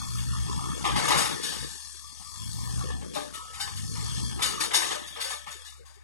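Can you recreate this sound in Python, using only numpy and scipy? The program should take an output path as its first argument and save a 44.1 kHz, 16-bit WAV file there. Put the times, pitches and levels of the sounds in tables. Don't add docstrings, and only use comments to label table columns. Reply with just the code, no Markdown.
import sys
import numpy as np
from scipy import signal
from scipy.fft import rfft, irfft
from scipy.io import wavfile
from scipy.ndimage import uniform_filter1d

SR = 44100
rng = np.random.default_rng(int(sys.argv[2]) if len(sys.argv) > 2 else 0)


def elevation(decibels):
    levels = np.asarray(decibels, float)
    return 10 ** (levels / 20)


def pcm_store(signal):
    levels = np.round(np.clip(np.atleast_2d(signal), -1, 1) * 32767)
    wavfile.write(sys.argv[1], SR, levels.astype(np.int16).T)


N = 266319

# time in s, firing rate in Hz, exhaust tone in dB, exhaust roar in dB, fan and intake hiss in dB.
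DIESEL = [(0, 58.5, -39.5, -38.5, -38.5), (0.199, 59.83, -28, -44, -39), (0.698, 64.37, -37.5, -36, -39.5),
          (.82, 65, -58, -38.5, -39), (.94, 64.8, -28, -30, -42), (1.06, 67.5, -39, -27.5, -31),
          (1.3, 58.32, -40, -36, -38), (1.649, 48.4, -79, -48, -40), (1.8, 42.83, -67, -67, -39),
          (2.148, 37.8, -55.5, -59.5, -44), (2.32, 45.33, -51, -58.5, -40),
          (2.416, 51.95, -36, -49.5, -39.5), (2.799, 61.16, -31, -36.5, -38.5),
          (2.969, 64.8, -45, -38, -46), (3.3, 42.1, -88, -49, -46.5), (3.499, 37.73, -55.5, -64, -46),
          (3.78, 49.2, -34.5, -44.5, -40), (4.254, 61.93, -32.5, -39.5, -35.5),
          (4.502, 60.6, -46, -40, -48), (4.95, 47.8, -77, -51.5, -35.5), (5.121, 43.7, -74, -55.5, -96),
          (5.3, 40.87, -71, -57, -38), (5.45, 40.4, -72, -64, -52.5), (5.619, 38.1, -79, -77, -47.5),
          (5.798, 36.3, -69, -70, -62), (6.04, 34.4, -78, -78, -78)]
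# multiple of the firing rate, relative level in dB before the pipe.
EXHAUST_ORDERS = [(1, -1), (2, 0), (3, -6), (4, -8), (5, -6), (6, -8), (7, -9)]
# frequency in Hz, gain in dB.
PIPE = [(35, -24), (50, -11), (62, 0), (125, 0), (160, -4), (200, -9), (260, -16)]
# frequency in Hz, relative density in dB per Hz.
ROAR = [(30, -31), (60, -31), (150, 8), (260, 3.5), (450, -8.5), (700, 0.5), (1200, -40.5)]
# frequency in Hz, relative density in dB per Hz.
GROWL = [(150, -22), (240, -1.5), (340, -1), (520, -0.5), (640, -38), (900, -68)]
# time in s, level in dB.
LOAD = [(0, -72), (.2, -46), (.45, -42.5), (.7, -43), (1.3, -38), (1.65, -44), (1.8, -60), (2.15, -63.5),
        (2.45, -55), (2.7, -44.5), (2.9, -42.5), (3.06, -40.5), (3.151, -43), (3.501, -57), (3.8, -45.5),
        (4.25, -42), (4.5, -43), (4.95, -40), (5.121, -58.5), (5.45, -63.5), (6.04, -68)]
# frequency in Hz, relative density in dB per Hz.
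KNOCK = [(300, -22), (600, -16), (800, -8), (1000, -2), (1200, 0), (1300, -6), (1430, -11), (1580, -11),
         (1700, -16), (1950, -32), (5000, -40)]
# frequency in Hz, relative density in dB per Hz.
CLATTER = [(1300, -30), (1600, -15), (1770, 1), (1900, -8), (2010, -25), (2210, -5), (2400, -20),
           (2560, -8), (2680, -12), (2850, -6), (3060, -16), (3350, 0), (3800, -14), (5000, -30)]
# time in s, knock in dB, valve clatter in dB.
RATTLE = [(0, -49, -46.5), (.2, -45, -42.5), (.45, -45, -42.5), (.7, -40, -42.5), (1.402, -49, -38.5),
          (1.801, -59, -51), (2.05, -58, -54.5), (2.301, -57, -50.5), (2.45, -52, -49), (2.7, -46, -43),
          (2.899, -41.5, -43), (3.05, -55, -53), (3.5, -49.5, -52.5), (3.75, -52, -45), (3.92, -52.5, -51),
          (4.1, -46.5, -39), (4.301, -47.5, -42.5), (4.601, -43.5, -45), (5.1, -64, -45.5),
          (5.601, -60, -48.5), (5.8, -59, -78), (6.04, -67, -93)]
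# frequency in Hz, relative density in dB per Hz.
HISS = [(1500, -34), (3100, -20), (3450, -6), (3800, -11), (4100, -3), (4570, 1), (4880, -5), (5200, 1),
        (5600, -4), (6150, -1), (7000, -5), (8200, -1), (10800, -5), (12000, -16), (14000, -28),
        (16000, -40)]
# start in s, length in s, start frequency in Hz, level in dB.
TURBO = [(0, 0.29, 12400, -53.5), (2.282, 0.51, 11950, -57), (3.592, 0.6, 11800, -62)]
SPIN_HZ_PER_S, SPIN_IN_S, SPIN_IN_DB, SPIN_OUT_S, SPIN_OUT_DB = 5800, .2, -7, .1, -19

# start in s, relative dull thud in dB, relative bright clang in dB, t60 of the rattle in s.
BLOWS = [(0.842, -23.5, -34, 0.55), (0.865, -27, -43, 1), (.957, -19, -27, 0.31), (1.03, -28, -35, .99),
         (1.077, -21.5, -26.5, 0.62), (1.103, -17, -30.5, 0.66), (1.14, -23.5, -41, 0.42),
         (1.17, -26, -20.5, 0.51), (1.24, -34.5, -50, 0.77), (1.424, -40.5, -29, 1), (1.52, -39, -44, 1),
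         (2.609, -56, -66, .2), (2.902, -37.5, -60, 0.078), (3.013, -41, -68, 0.23),
         (3.136, -47, -34.5, 0.47), (3.154, -30, -40, 0.43), (3.333, -44, -35.5, 0.34),
         (3.442, -67, -50.5, 0.97), (3.531, -45, -41, 0.68), (3.597, -36, -28, 0.34),
         (3.673, -35, -53, 0.14), (3.759, -61, -37, 0.25), (3.951, -38, -62, 1), (4.391, -29.5, -40, 0.23),
         (4.419, -27, -21, 0.17), (4.44, -32, -26, 0.54), (4.469, -37, -37.5, 1), (4.6, -31, -22.5, 0.22),
         (4.632, -29, -27, 0.15), (4.707, -27, -38, 0.86), (4.734, -22.5, -17, 0.28),
         (4.751, -32, -24.5, 0.38), (4.81, -28.5, -28.5, 0.79), (4.908, -26, -32.5, 0.26),
         (5.06, -105, -40.5, 0.64), (5.16, -35, -43.5, 0.59), (5.201, -46, -27, 0.36),
         (5.24, -36, -34.5, 0.49), (5.3, -33.5, -32.5, 0.32), (5.464, -37, -44, 0.34),
         (5.505, -89, -37, 0.27), (5.646, -73, -41.5, 0.46), (5.85, -60, -50.5, 0.64),
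         (5.931, -63, -55, 0.3)]
# frequency in Hz, relative density in dB per Hz.
THUD = [(80, -32), (200, -11.5), (550, 3.5), (800, 10), (1200, 7.5), (1450, 1), (1800, 4), (3300, 0.5),
        (6000, -13.5), (10000, -30)]
# frequency in Hz, relative density in dB per Hz.
CLANG = [(500, -59), (1500, -6), (2900, -2), (3250, -8.5), (3600, -2.5), (4100, -3.5), (4650, -5.5),
         (5000, -5), (5850, -5.5), (5960, -10), (6100, -6), (6220, -5.5), (7000, -4), (7600, -6),
         (7900, -6), (9500, -1.5), (11000, -8), (13500, -20.5), (15500, -17)]
# frequency in Hz, relative level in dB before per-blow scatter, t60 in s.
STEEL = [(470, -6, .12), (585, -7, .25), (700, -10, .04), (830, -9, .06), (950, -10, .04), (1060, -9, .05),
         (1190, -8, .09), (1235, -10, .12), (1400, -10, .04), (1525, -9, .15), (1725, -5, .15),
         (1782, -4, .08), (1868, -3, .08), (2170, -7, .1), (2910, -3, .07), (3133, -6, .08), (3530, 2, .04),
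         (3665, 2, .04), (3785, 1, .05), (4050, -2, .04), (4350, 0, .03), (4605, -1, .05), (4680, 1, .06),
         (5020, -2, .03), (5310, 0, .05), (5500, -2, .04), (5710, -5, .09), (6315, -4, .08),
         (6740, -3, .05), (6880, -3, .04), (7875, -2, .08), (7960, -2, .05), (8230, -1, .04),
         (8880, -2, .05), (9450, -1, .05), (10050, -1, .07), (11300, -1, .05), (11760, -3, .06),
         (12400, 0, .06), (13350, 3, .06)]
THUD_RISE_S, CLANG_RISE_S = 0.009, 0.015
THUD_SNAP, CLANG_SNAP = 0.25, 0.45
THUD_RING_DB = -8
# start in s, peak level in dB.
RINGS = [(0.958, -36.5), (3.326, -39.5), (3.758, -54), (3.951, -49), (4.39, -37.5), (4.416, -50),
         (5.2, -50)]
BLADE_HZ, BLADE_T60_S = 1293, 2.2
# start in s, level in dB of a sine of equal peak, pitch in Hz, t60 in s.
HOLLOW = [(0.848, -31, 334, 0.17), (1.015, -30, 2170, 0.28), (1.1, -41, 467, 0.25),
          (1.601, -35.5, 148, 0.29), (1.936, -52, 338, 0.17), (2.031, -47, 1168, 0.35),
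          (2.195, -45, 810, 0.077), (2.2, -45, 147, 0.1), (2.26, -46, 1173, 0.23),
          (2.39, -44.5, 1034, 0.23), (2.8, -41, 1116, 0.45), (2.89, -37, 1756, 0.26),
          (3.15, -23.5, 591.3, 0.48), (3.16, -33, 813, 0.19), (3.16, -36.5, 287, 0.28),
          (3.175, -35.5, 430, 0.22), (3.59, -37.5, 817.5, 0.44), (4.6, -34, 323, 0.4),
          (4.769, -35, 326, 0.27), (4.94, -33, 596, 0.26), (5.16, -42.5, 471, 0.42), (5.16, -50, 850, 0.28),
          (5.243, -35.5, 533, 0.23), (5.31, -39, 1198, 0.18), (5.321, -42, 1760, 0.34),
          (5.335, -39, 590, 0.23), (5.465, -46, 1307, 0.28), (5.514, -42, 1803, 0.12),
          (5.558, -44, 1750, 0.13), (5.465, -56, 826, 0.24), (5.471, -45, 158, 0.085),
          (5.65, -45, 1723, 0.16), (5.548, -47, 354, 0.06), (5.795, -46, 464, 0.099),
          (5.851, -52, 1095, 0.14), (5.964, -54, 403, 0.046)]

# time of the top in s, rise in dB, swell time in s, drop time in s.
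SWELLS = [(.4, 15.7, 1, 0.37), (.9, 14, 0.72, 0.4), (1.62, 12, 0.12, 0.13), (2.95, 18.4, 0.68, 0.19),
          (4.3, 14.4, 0.9, 0.36)]
HUM_HZ, HUM_IDLE_DB = 70, -50
# frequency in Hz, relative density in dB per Hz.
TRAFFIC = [(60, -4.5), (130, 1.5), (250, -7.5), (400, -4), (550, 2.5), (850, -3), (1100, -14), (1500, -10),
           (2300, -1.5), (3200, -19), (4500, -35)]
TRAFFIC_DB = -59

# frequency in Hz, gain in dB.
ENGINE_SHADE = [(500, -2.5), (1200, 1), (1800, -1.5), (2250, -10), (2800, -0.5), (3500, -7), (4500, -2),
                (6500, -7.5), (7700, -3.5), (10000, -23)]
# frequency in Hz, gain in dB.
STEEL_SHADE = [(450, -5.5), (900, -1), (1250, -2), (2000, 0.5), (2800, -2), (4200, -4), (7000, -2.5),
               (7600, -5), (9000, -5.5)]
# frequency in Hz, gain in dB.
LEFT = [(560, 0), (680, -8), (800, 1), (1300, 0), (1420, -2), (1650, 0), (2030, -2), (2750, -4), (3400, 0),
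        (3900, -1), (4250, 0)]
# frequency in Hz, gain in dB.
RIGHT = [(40, 3), (90, 0), (250, -.5), (450, -3.5), (800, -11), (1250, 1), (1800, -11), (2300, -6),
         (2750, -7), (3300, -2), (4100, -7), (5000, -4), (6800, -4), (8500, -13), (11000, -25)]
# frequency in Hz, share as an amplitude from 0 to 1.
COMMON = [(60, .99), (400, .98), (1000, .87), (1180, .8), (1250, .99), (1340, .99), (1420, .75),
          (2000, .66), (5000, .62), (10000, .84)]
# frequency in Hz, lead in radians.
LEAD = [(60, 3.82), (280, 3.554), (600, 3.05), (1000, 4.35), (1450, 4.9), (2000, 11.46), (2900, 11.07),
        (3700, 16.18), (5300, 17.6), (10000, 21.6)]
# time in s, gain in dB far above DRIFT_HZ.
DRIFT = [(0, 4.5), (.7, 3), (1.2, 3.5), (1.8, 2.5), (2.3, -1.5), (2.9, 2.5), (3.3, 0.5), (3.8, 4), (4.3, 4),
         (4.8, 2.5), (5.3, 4.5), (5.7, -0.5), (6.04, -8)]
DRIFT_HZ = 1500
# frequency in Hz, lowest gain in dB.
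DEEPEST = [(150, 0), (400, -9), (900, -12), (1450, -18), (1800, -40)]


def evened(x):
    return x / np.sqrt(np.mean(x ** 2) + 1e-20)


def read(points, hz):
    f_hz, value = np.transpose(points)
    return np.interp(np.log(hz + 1), np.log(f_hz + 1), value)


def over_time(rows):
    s, *columns = np.transpose(rows)
    return [np.interp(np.arange(N) / SR, s, column) for column in columns]


def coloured(x, points):
    gain_db = read(points, np.fft.rfftfreq(len(x), 1 / SR))
    return irfft(rfft(x) * elevation(gain_db), len(x))


def wobble(hz):
    steps = rng.standard_normal(N // 16 + 2)
    slow = signal.sosfilt(signal.butter(2, hz, fs=SR / 16, output="sos"), steps)
    return evened(np.interp(np.arange(N) / 16, np.arange(len(slow)), slow))


def patchy(points, patchy_db, flicker_db, size, count):
    a, b, patches = rng.standard_normal((4 * N // size + 5, size // 2 + 1, 3)).T
    flicker = evened(uniform_filter1d(patches[0], size=count // 3))
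    patches = uniform_filter1d(patches, size=4, axis=0)
    patches = evened(uniform_filter1d(patches, size=count, axis=1))
    z = (a + 1j * b) * elevation(patchy_db * patches + flicker_db * flicker)
    noise = signal.istft(z, nperseg=size, noverlap=3 * size // 4)[1][:N + 1]
    return evened(coloured(noise, points)[:N])


def diesel():
    firing_hz, tone_db, roar_db, hiss_db = over_time(DIESEL)
    knock_db, clatter_db = over_time(RATTLE)
    growl_db, = over_time(LOAD)
    turns = np.cumsum(firing_hz) / SR
    tone = 0
    for k, db in EXHAUST_ORDERS:
        waver_db = 1.6 * min(k, 3) * wobble(57.0)
        order_db = db + read(PIPE, k * firing_hz) + waver_db
        tone = tone + elevation(order_db) * np.cos(2 * np.pi * (k * turns + rng.random()))
    puff = np.exp(-(turns % 1) / .35)
    roar = patchy(ROAR, 2.5, 1.5, size=1024, count=9) * evened(.5 + puff)
    growl = patchy(GROWL, 2.5, 1.5, size=1024, count=9) * evened(.3 + puff)
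    knock = patchy(KNOCK, 4.5, 2.0, size=512, count=30) * evened(.9 + puff)
    clatter = patchy(CLATTER, 3.0, 2.0, size=512, count=36) * evened(.9 + puff)
    hiss = patchy(HISS, 2.45, 0.24, size=512, count=24) * evened(1.5 + puff)
    exhaust = elevation(tone_db) * evened(tone) + elevation(roar_db) * roar + elevation(growl_db) * growl
    return exhaust + elevation(knock_db) * knock + elevation(clatter_db) * clatter + elevation(hiss_db) * hiss


def turbo():
    out, t = np.zeros(N), np.arange(N) / SR
    fuzz = wobble(500.) + 1j * wobble(500.)
    for s, length_s, hz, db in TURBO:
        age_s = t - s
        turns = hz * age_s + SPIN_HZ_PER_S * age_s ** 2 / 2
        knots_s = [0, SPIN_IN_S, length_s - SPIN_OUT_S, length_s]
        ends_db = np.interp(age_s, knots_s, [SPIN_IN_DB, 0, 0, SPIN_OUT_DB])
        whistle = (fuzz * np.exp(2j * np.pi * turns)).real
        out += (age_s >= 0) * (age_s < length_s) * elevation(db + ends_db) * whistle
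    return out


def faded(x):
    return x * signal.windows.tukey(2 * len(x), .5)[len(x):]


def strike(t, rise_s, snap, t60_s):
    return np.clip(t / rise_s, 0, 1) ** snap * elevation(-60 * np.maximum(t - rise_s, 0) / t60_s)


def blows():
    out, t = np.zeros(N + SR), np.arange(SR // 2) / SR
    hz, db, t60_s = np.transpose(STEEL)[:, :, None]
    short = t[:SR // 4]
    for s, thud_db, clang_db, fall_s in BLOWS:
        dull, bright, size, struck = rng.standard_normal((4, len(t)))
        grains = elevation(2.0 * evened(uniform_filter1d(size, size=60)))
        thud = elevation(thud_db) * evened(coloured(dull * grains, THUD))
        thud = thud * strike(t, THUD_RISE_S, THUD_SNAP, fall_s)
        clang = elevation(clang_db) * evened(coloured(bright * grains, CLANG))
        clang = clang * strike(t, CLANG_RISE_S, CLANG_SNAP, fall_s)
        where_db, phase = 2.1 * struck[:len(hz), None], 2 * struck[-len(hz):, None]
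        modes = elevation(db + where_db - 60 * short / t60_s) * np.sin(2 * np.pi * hz * short + phase)
        plates = modes.sum(0)
        plates = plates / np.linalg.norm(plates)
        ringing = signal.fftconvolve(elevation(THUD_RING_DB) * thud + clang, plates)[:len(t)]
        out[round(s * SR):][:len(t)] += faded(elevation(-2.8) * (thud + clang + ringing))
    return out[:N]


def blade():
    out, t = np.zeros(N + SR), np.arange(SR // 2) / SR
    ring = np.clip(t / 0.022, 0, 1) * elevation(-60 * t / BLADE_T60_S) * np.sin(2 * np.pi * BLADE_HZ * t)
    for s, db in RINGS:
        out[round(s * SR):][:len(t)] += elevation(db) * faded(ring)
    return out[:N]


def hollow():
    out, t = np.zeros(N + SR), np.arange(SR // 2) / SR
    for s, db, hz, t60_s in HOLLOW:
        shove = rng.standard_normal(len(t)) * t * np.exp(-t / 0.0073)
        resonance = elevation(-60 * t / t60_s) * np.sin(2 * np.pi * hz * t)
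        knock = signal.fftconvolve(shove, resonance)[:len(t)]
        out[round(s * SR):][:len(t)] += np.sqrt(2) * elevation(db) * knock / abs(knock).max()
    return out[:N]


def hum():
    t = np.arange(N) / SR
    turns = np.cumsum(HUM_HZ + 0.36 * wobble(3.65)) / SR
    waver_db = .9 * wobble(6.)
    swell_db = sum(np.interp(t, [s - up_s, s, s + down_s], [0, db, 0]) for s, db, up_s, down_s in SWELLS)
    return np.sqrt(2) * elevation(HUM_IDLE_DB + swell_db + waver_db) * np.cos(2 * np.pi * turns)


def traffic():
    return elevation(TRAFFIC_DB) * patchy(TRAFFIC, patchy_db=4., flicker_db=2., size=1024, count=6)


def scene():
    engines = diesel() + turbo() + hum() + traffic()
    steel = blows() + blade() + hollow()
    right = coloured(engines, ENGINE_SHADE) + coloured(steel, STEEL_SHADE)
    return np.array([engines + steel, right])


def ports(dry):
    hz, t, z = signal.stft(dry, SR, nperseg=512, noverlap=384)
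    left = elevation(read(LEFT, hz))[:, None]
    drift_db = np.interp(t, *np.transpose(DRIFT)) * (hz / (hz + DRIFT_HZ))[:, None]
    right = elevation(read(RIGHT, hz))[:, None] * elevation(drift_db)
    common = np.clip(read(COMMON, hz), 0, 1)[:, None]
    direct = common * np.exp(1j * read(LEAD, hz))[:, None]
    scatter = 2 * np.exp(2j * np.pi * rng.random(z[1].shape))
    scattered = np.sqrt(1 - common ** 2) * scatter
    z = np.array([left * z[0], right * (direct + scattered) * z[1]])
    return signal.istft(z, SR, nperseg=512, noverlap=384)[1][:, :N]


def empty_weak_patches(x, below_db, valley_db, steep):
    hz, _, z = signal.stft(x, SR, nperseg=1024, noverlap=768)
    power = uniform_filter1d(uniform_filter1d(abs(z) ** 2, size=4, axis=1), size=9, axis=2)
    level_db = 10 * np.log10(abs(power) + 1e-18)
    around_db = 10 * np.log10(abs(uniform_filter1d(power, size=25, axis=1)) + 1e-18)
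    mean_db = level_db[0, 20:260].mean(0)
    threshold_db = np.maximum(mean_db - below_db, around_db - valley_db)
    cut_db = np.clip(steep * (level_db - threshold_db), read(DEEPEST, hz)[:, None], 0)
    return signal.istft(z * elevation(cut_db), SR, nperseg=1024, noverlap=768)[1][:, :N]


def band_limit(x):
    return signal.sosfilt(signal.butter(12, 15780, fs=SR, output="sos"), x)


def record(dry):
    mix = empty_weak_patches(ports(dry), below_db=13.7, valley_db=4.2, steep=8.)
    return band_limit(mix)


dry = scene()
out = record(dry)
pcm_store(out)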